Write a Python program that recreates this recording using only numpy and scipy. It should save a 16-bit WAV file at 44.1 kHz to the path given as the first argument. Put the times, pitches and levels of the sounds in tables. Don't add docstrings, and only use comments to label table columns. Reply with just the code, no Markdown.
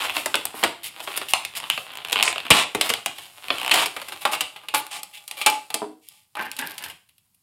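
import sys
import numpy as np
from scipy import signal
from scipy.fft import rfft, irfft
from scipy.io import wavfile
from scipy.ndimage import uniform_filter1d

SR = 44100
rng = np.random.default_rng(int(sys.argv[2]) if len(sys.argv) > 2 else 0)


def file_out(sig):
    cols = np.atleast_2d(sig).T
    lim = np.clip(cols, -1, 1)
    pcm = np.round(lim * 32767).astype(np.int16)
    wavfile.write(sys.argv[1], SR, pcm)


N = 327222
TIME = np.arange(N) / SR

# pitch_hz, level_db, t60_s
SHELL_MODES = [(308, -28.5, 0.17), (630, -21.5, .3), (857, -6.5, 0.24), (838, -9.5, 0.14),
               (1026, -19.5, .16), (1196, -5, .07), (2360, -10.5, 0.12), (3467, -18.5, .11)]


def undb(db):
    return 10 ** (np.asarray(db) / 20)


def unit(x):
    return x / np.sqrt(np.mean(x ** 2))


def unit_energy(x):
    return x / np.sqrt(np.sum(x ** 2))


def add(track, s, sound):
    start = int(np.clip(s * SR, 0, N - 1))
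    track[start:start + len(sound)] += sound[:N - start]


def convolve(x, response):
    return signal.fftconvolve(x, response)[:len(x)]


def filtered(x, order, hz, kind="bandpass"):
    return signal.sosfilt(signal.butter(order, hz, kind, fs=SR, output="sos"), x)


def colour(points, size=1024):
    hz, db = np.transpose(points)
    grid = np.maximum(np.fft.rfftfreq(size, 1 / SR), 1)
    magnitude = undb(np.interp(np.log(grid), np.log(hz), db))
    cepstrum = irfft(np.log(magnitude))
    cepstrum[1:size // 2] *= 2
    cepstrum[size // 2 + 1:] = 0
    return irfft(np.exp(rfft(cepstrum)))


def ring(modes):
    t = TIME[:SR // 2]
    sound = sum(undb(db) * np.sin(2 * np.pi * hz * t) * np.exp(-np.log(1000) * t / t60)
                for hz, db, t60 in modes)
    return filtered(sound, 3, modes[0][0] * .8, "highpass")


def stick_slip(rate_hz, spread_db, smooth):
    sizes = undb(spread_db * np.minimum(rng.exponential(size=N), 4))
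    slips = (rng.random(N) < rate_hz / SR) * sizes * rng.choice([-1, 1], N)
    return unit(unit(slips) + smooth * rng.standard_normal(N))


def swell(start, end, skew=0.71):
    progress = np.linspace(0, 1, int(max(end - start, .01) * SR))
    return np.abs(np.sin(np.pi * progress ** skew)) ** 0.68


def freedom(s):
    # time_s, share
    ring_share = [(0, 0.01), (3.9, 0.02), (4.25, 0.2), (4.65, 0.33), (5.45, 0.75), (5.72, 0.4), (5.8, 0.93),
                  (6.35, 0.35), (7.4, 0)]
    return np.clip(np.interp(s, *np.transpose(ring_share)), 0, 1)


def sheet_bands():
    # frequency_hz, level_db
    radiation = [(190, -14.5), (320, -9.5), (500, -7), (760, 6), (1100, 7.5), (1700, 1.5), (2200, 8.5),
                 (2800, 13.5), (3500, 10), (4500, 1), (6100, -10.5), (6900, -5.5), (8500, -4),
                 (12000, -5.5), (16000, -15.5)]
    edges = [200, 600, 1800, 5000, 9500, 16000]
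    tick = colour(radiation)
    return [unit_energy(filtered(tick, 3, band_hz)) for band_hz in zip(edges, edges[1:])]


def slides(bands, bass_db=-12):
    # start_s, end_s, presence_db, then relative to it body_db, treble_db, air_db
    strokes = [(0, 0.087, -30, -0.5, -6, -10), (0.137, 0.232, -33.5, -4.5, -5, -4),
               (0.54, 0.67, -42, 0.5, -3, 0.5), (.831, 0.897, -35, -14, -3.5, -1),
               (1.025, 1.055, -45, 0, 3, 3), (1.075, 1.11, -43, 0, -16.5, -15.5),
               (1.163, 1.187, -32, -5, -3, 5), (1.282, 1.33, -37.5, -20, 0, 3),
               (1.56, 1.592, -31, -7, -1.5, -2.5), (2.232, 2.323, -30, 0.5, 2.5, -17),
               (2.521, 2.648, -19.5, -4, -7, -16), (2.822, 2.934, -33.5, -1, -5, -3.5),
               (3.154, 3.297, -45.5, -9, -5, -6), (3.503, 3.727, -38, -2.5, -10, -14),
               (3.721, 3.857, -20.5, -2.5, -7, -12), (4.208, 4.244, -37.5, -6.5, -6, -3.5),
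               (4.314, 4.365, -30, -2, -2, -4.5), (4.739, 4.81, -33.5, -8, -3, 3.5),
               (4.906, 5.007, -35, -7, -3, -10), (5.129, 5.201, -42, -18.5, -7, -8),
               (5.367, 5.447, -36.5, -8, -8, -5.5), (6.012, 6.256, -60, -34, 0, -1)]
    out, friction = np.zeros(N), stick_slip(rate_hz=1800, spread_db=3.2, smooth=.45)
    voices = [convolve(friction, band) for band in bands]
    for start, end, db, body_db, treble_db, air_db in strokes:
        first, stroke = int(max(start, 0) * SR), swell(start, end)
        gains = undb(db + np.array([body_db + bass_db, body_db, 0, treble_db, air_db]))
        rub = sum(gain * unit(voice[first:first + len(stroke)]) for gain, voice in zip(gains, voices))
        add(out, start, stroke * rub)
    return out


def settling(snapping, level_db=-19.5, lag_s=0.017, decay_s=0.016):
    t = TIME[:SR // 2]
    fade = (1 - np.exp(-t / lag_s)) ** 2 * np.exp(-t / decay_s)
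    return undb(level_db) * np.sqrt(np.abs(convolve(snapping ** 2, fade / fade.sum())))


def flexing(bands, snapping):
    # time_s, crinkle_db, hiss_db
    flex_levels = [(0, -24, -43), (.25, -45.5, -45), (.5, -46, -55.5), (.82, -56.5, -63), (1.1, -37.5, -43),
                   (1.5, -54, -59), (1.64, -38.5, -49), (1.8, -58, -44.5), (1.9, -39, -56),
                   (2.35, -52, -58.5), (3.33, -54, -54), (3.47, -41.5, -48.5), (4.4, -52.5, -51),
                   (4.6, -56, -62.5), (5.6, -69.5, -55.5), (5.97, -88.5, -73), (6.33, -77.5, -71),
                   (6.6, -45, -54), (6.9, -53.5, -54.5), (7.05, -83, -73.5)]
    s, *columns = np.transpose(flex_levels)
    crinkle, hiss = (undb(np.interp(TIME, s, column)) for column in columns)
    after = settling(snapping)
    creak = stick_slip(rate_hz=200, spread_db=3.2, smooth=.25)
    brush = unit(stick_slip(rate_hz=2500, spread_db=3, smooth=1) + .6 * creak)
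    bass, body, presence, treble, air = bands
    low = convolve(creak, undb(-15) * bass + undb(-4) * body + undb(-0.5) * presence)
    high = convolve(brush, undb(-3) * (treble + air))
    return np.hypot(crinkle, after) * low + np.hypot(hiss, undb(-5) * after) * high


def hand(motion, gain_db=-44, rumble_hz=125, follow=0.52):
    effort = np.sqrt(np.abs(uniform_filter1d(motion ** 2, size=2205, origin=1100)))
    held = 1 - freedom(TIME)
    rumble = filtered(rng.standard_normal(N), 3, [rumble_hz / 1.6, rumble_hz * 1.5])
    return undb(gain_db) * held * effort ** follow * unit(rumble)


def room(x, early_db=-8, early_decay_s=0.011, late_db=-5, low_t60_s=0.33, high_t60_s=0.35):
    # frequency_hz, level_db
    reflectance = [(50, -17.5), (150, -4), (300, 8), (850, 0), (1700, -2), (2800, -1.5), (6000, -6.5),
                   (9000, -4), (16000, -18.5)]
    t, walls, hop = TIME[:SR * 2 // 5], colour(reflectance), SR // 10
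    low_fade, high_fade = (np.exp(-np.log(1000) * t / t60) for t60 in (low_t60_s, high_t60_s))
    out, window = np.zeros(N), signal.get_window("hann", 2 * hop)
    for start in range(0, N, hop):
        near, far = rng.standard_normal((2, len(t))) * (t > .0025)
        early = near * np.exp(-t / early_decay_s)
        late = filtered(far, 2, 4500, "lowpass") * low_fade
        late -= filtered(far, 2, 4500, "highpass") * high_fade
        echoes = undb(early_db) * unit_energy(early) + undb(late_db) * unit_energy(late)
        piece = x[start:start + 2 * hop]
        faded = piece * np.sqrt(window[:len(piece)])
        add(out, start / SR, signal.fftconvolve(faded, convolve(echoes, walls)))
    return out


def room_tone(level_db=-72):
    # frequency_hz, density_db
    spectrum = [(25, -15), (60, -6), (120, 3.5), (250, -8.5), (600, -21.5), (900, -14.5), (1500, -19.5),
                (3000, -17.5), (6000, -23.5), (11000, -10), (16000, -15)]
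    return undb(level_db) * unit(convolve(rng.standard_normal(N), colour(spectrum, size=4096)))


def buckle(t, decay, crease_hz=2750, crease_t60_s=.005, focus_s=0.001, rise_s=0.0001, grit_db=4.5):
    flutter, grit = rng.standard_normal((2, len(t)))
    onset = 1 - np.exp(-t / rise_s)
    ragged = flutter * undb(grit_db * grit) * onset * np.exp(-t / max(decay, 1 / SR))
    pitch = crease_hz * np.exp(.07 * np.clip(grit[-1], -2, 2))
    crease = np.sin(2 * np.pi * pitch * t) * onset * np.exp(-np.log(1000) * t / crease_t60_s)
    crease_share = .75 * np.exp(-decay / focus_s)
    return np.sqrt(crease_share) * unit_energy(crease) + np.sqrt(1 - crease_share) * unit_energy(ragged)


def band_gains(s, decay, db, body_db, treble_db, push_s=0.0019, air_db_per_db=-0.2278, even_db=-27):
    brevity_db = 10 * np.log10(1 + (push_s / decay) ** 4)
    bass_db = body_db - 4 - 20 * np.sqrt(freedom(s)) - brevity_db
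    air_db = treble_db + air_db_per_db * (db - even_db)
    return undb(db + np.array([bass_db, body_db, 0, treble_db, air_db]))


def snaps(bands, glue):
    # time_s, decay_s, presence_db (energy packed into 1 ms),
    # then relative to it body_db, treble_db
    creases = [(.0485, .0013, -23, 5.5, -9), (.096, .0011, -15, -4.5, -16), (.1024, .0013, -18, -20, -15),
               (.1661, 0.0031, -11, -3, -13), (.2589, 0.0041, -16.5, 2.5, 1),
               (.3421, 0.0047, -7.5, -2, -14), (.3544, .0015, -11, -19, -4.5),
               (.4538, 0.0016, -30.5, 8.5, 15), (.6292, 0.0049, -16, 3, -21),
               (.6363, 0.0065, -4.5, -0.5, -8), (1.0018, 0.0058, -23.5, -2.5, -9),
               (1.0745, .005, -20.5, 1.5, -16), (1.1747, 0.0033, -18.5, -3, 0),
               (1.2144, .0066, -21, 1, -13), (1.2856, 0.0019, -23.5, -18, -9),
               (1.3354, 0.0013, -2, -6, -6.5), (1.4498, 0.0029, -17, -13, -6),
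               (1.5512, 0.011, -22.5, -42, -7), (1.6012, .001, -24, -1, -8), (1.7002, .0005, -4, -10, -7.5),
               (1.7767, 0.0024, -16, -3.5, -19), (2.0484, 0.0018, -19, -7, -13),
               (2.1206, 0.0072, -18, -2.5, -3), (2.1279, 0.0023, -7.5, -9.5, -6),
               (2.2264, .0014, -2.5, -11, -6.5), (2.234, 0.002, -13, -8, -4),
               (2.278, 0.00095, -6.5, -6, -24), (2.3277, .0013, -17.5, -4.5, -14),
               (2.3591, .002, -19.5, -0.5, -21), (2.3809, 0.0013, -14.5, -7.5, -17),
               (2.4021, .0017, -22, -6.5, -17.5), (2.4509, .009, -24, -1.5, -15.5),
               (2.4658, .0017, -22, -1, -15.5), (2.4821, .0016, -26, -10.5, -24.5),
               (2.5036, 0.0075, -4, 2.5, 0), (2.5075, 0.0052, 2.5, -29, -12),
               (2.514, 0.0067, -0.5, -8.5, -15), (2.7483, .0046, -14, .5, -5),
               (2.8107, 0.0043, -5.5, -8, -4.5), (2.8923, 0.006, -13, -11, -2.5),
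               (2.901, .004, -9.5, -2.5, -5.5), (2.9371, 0.0021, -11, -7, -7.5),
               (3.0604, 0.0029, -11.5, -5, -4), (3.183, .005, -26, -6.5, -8), (3.4834, .001, -22, -7, -13),
               (3.5032, 0.0027, -7.5, -3.5, -29), (3.7141, 0.0044, -1.5, -11, -11.5),
               (3.7398, 0.0063, -12, 1.5, 1), (3.859, 0.0048, -14.5, -6, -3),
               (3.9639, 0.0074, -20.5, 1.5, -9), (4.0158, .006, -24.5, -2, -8),
               (4.085, 0.0073, -25.5, -3, -3), (4.1212, 0.0094, -21.5, -2.5, -9),
               (4.2521, .005, -8, 3, -10), (4.3336, 0.0099, -12.5, -2.5, -12), (4.4074, 0.006, -9, -8, -5),
               (4.5605, .012, -26.5, -2.5, -13.5), (4.634, .01, -39.5, 4.5, -11),
               (4.685, 0.0047, -19, -10, -10.5), (4.7397, 0.016, -13.5, 3.5, -9),
               (4.7453, .007, -11.5, 2, -0.5), (4.866, .0014, -31.5, -1, -2),
               (5.0318, 0.0028, -28.5, -5.5, 4), (5.2781, 0.004, -30, -12, 2.5),
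               (5.3115, 0.0019, -21, -8, -4), (5.4139, 0.0093, -13, -7.5, -9),
               (5.4618, .0085, -3.5, -3.5, -1), (5.469, .012, -15.5, 12, -22),
               (5.4995, 0.002, -18.5, -17, 0), (5.7025, 0.0042, -24, -2.5, -6),
               (5.7419, 0.0039, -14, -3.5, 2), (6.0869, .0007, -52.5, -22, 15.5),
               (6.3528, 0.0036, -26.5, 2, -13), (6.3685, 0.0039, -32.5, 13.5, -6),
               (6.4105, .009, -30, 10, -7), (6.5151, 0.0014, -24.5, -20, -1),
               (6.5652, .005, -28.5, -16, -2), (6.5894, 0.0048, -20, -25, -0.5),
               (6.7803, 0.0056, -25, -12, -1.5), (6.8384, 0.0096, -23.5, -13, -3),
               (6.8983, 0.0095, -26.5, -9.5, -8.5), (7.089, .007, -48, -15, -6.5),
               (7.181, 0.0034, -51, -16.5, -3), (7.345, .005, -60.5, -15, 2)]
    direct, spread, t = np.zeros(N), np.zeros(N), TIME[:SR // 12]
    hollow = unit_energy(ring(SHELL_MODES))
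    for s, decay, db, body_db, treble_db in creases + glue:
        force = buckle(t, decay)
        gains = band_gains(s, decay, db, body_db, treble_db) * np.sqrt(SR / 1000)
        free = freedom(s)
        for track in (direct, spread):
            add(track, s, gains[1] * np.sqrt(free) * hollow)
        gains[1] *= np.sqrt(1 - free)
        crack = sum(gain * unit_energy(convolve(force, band)) for gain, band in zip(gains, bands))
        add(direct, s, crack)
        clean_tick = sum(gain * band for gain, band in zip(gains, bands))
        add(spread, s, np.sqrt(.62) * crack)
        add(spread, s + decay, np.sqrt(.38) * clean_tick)
    return direct, spread


def card(grip_below_hz=598, bump_hz=90):
    # pitch_hz, level_db, t60_s
    card_modes = [(241, -26, 0.067), (313, -2, 0.22), (421, -3.5, 0.11), (461, 3, 0.047),
                  (638, -9.5, 0.066), (747, 7.5, 0.029), (945, 9, 0.019), (1151, -17, 0.053)]
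    # time_s, strength_db, grip_db_per_octave
    knocks = [(0.344, -22, 8), (0.543, -32, 12), (2.75, -22, 3.5), (5.745, -32.5, 0), (5.819, -24, 9),
              (5.828, -28, -1), (5.843, -30, 5)]
    # time_s, level_db, decay_s
    bumps = [(.637, -45, .015), (2.506, -12, 0.0041), (2.748, -41.5, 0.023), (6.85, -53, 0.034)]
    out, t = np.zeros(N), TIME[:SR // 3]
    for s, db, grip in knocks:
        gripped = [(hz, mode_db + grip * min(np.log2(hz / grip_below_hz), 0), t60)
                   for hz, mode_db, t60 in card_modes]
        add(out, s, undb(db) * ring(gripped) / 2)
    for s, db, decay in bumps:
        burst = rng.standard_normal(len(t)) * np.exp(-t / decay)
        thud = filtered(burst, 3, [bump_hz / 2, bump_hz * 2])
        add(out, s, undb(db) * unit_energy(thud) * np.sqrt(decay * SR / 2))
    return out


def glue_ticks(decay_s=.0014, body_db=-5, scatter_db=1.7, jitter_s=.0004):
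    # start_s, end_s, gap_s, first_db, last_db, treble_db
    runs = [(1.12, 1.166, .0098, -29, -23.5, -23), (1.9185, 1.975, 0.018, -39, -22, -8),
            (2.072, 2.115, 0.013, -28.5, -24, -10.5), (2.1586, 2.215, 0.01, -12, -12.5, -20),
            (3.583, 3.712, 0.016, -21, -11, -11.5)]
    rows = []
    for start, end, gap, first_db, last_db, treble_db in runs:
        chance = rng.standard_normal((40, 3))
        for s, (late, loud, deep) in zip(np.arange(start, end, gap), chance):
            db = np.interp(s, [start, end], [first_db, last_db]) + scatter_db * loud
            rows.append((s + jitter_s * late, decay_s, db, body_db + scatter_db * deep, treble_db))
    return rows


def shell(rubbing, gain_db=-8):
    return undb(gain_db) * convolve(rubbing * freedom(TIME), unit_energy(ring(SHELL_MODES)))


def scrapes():
    # start_s, end_s, judder_db, grit_db
    pushes = [(6.364, 6.502, -32, -47), (6.584, 6.675, -32, -40), (6.656, 6.75, -41.5, -40),
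              (6.8, 6.913, -40.5, -45)]
    # frequency_hz, level_db
    card_spectrum = [(70, -42), (170, -11), (660, -14.5), (790, -2), (1100, -6.5), (1290, -14), (1550, 3.5),
                     (1850, -3), (2100, -7.5), (2750, -7), (4000, -22.5), (15000, -56)]
    # frequency_hz, level_db
    grain_spectrum = [(1500, -32), (3500, -5), (5000, -5), (6500, -17), (9000, -9), (12300, -1.5),
                      (13800, -4), (16000, -22)]
    out, body, grain = np.zeros(N), colour(card_spectrum), unit_energy(colour(grain_spectrum))
    for start, end, judder_db, grit_db in pushes:
        stroke = swell(start, end)
        judder = stick_slip(rate_hz=850, spread_db=6, smooth=0.58)[:len(stroke)]
        grit = stick_slip(rate_hz=90, spread_db=3.5, smooth=0.083)[:len(stroke)]
        scrape = undb(judder_db) * unit(convolve(judder, body)) + undb(grit_db) * convolve(grit, grain)
        add(out, start, stroke * scrape)
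    return out


def scene():
    bands = sheet_bands()
    direct, spread = snaps(bands, glue_ticks())
    rubbing = slides(bands) + flexing(bands, direct)
    friction = rubbing + shell(rubbing) + scrapes()
    handling = friction + card() + hand(direct + friction)
    mono = direct + handling + room(spread + handling) + room_tone()
    return np.array([mono, mono])


def record(dry, ceiling=0.97, low_cut_hz=30, high_cut_hz=15850):
    rounded = dry / (1 + (dry / ceiling) ** 4) ** (1 / 4)
    lean = filtered(rounded, 2, low_cut_hz, "highpass")
    return signal.sosfilt(signal.ellip(10, .2, 80, high_cut_hz, fs=SR, output="sos"), lean)


dry = scene()
out = record(dry)
file_out(out)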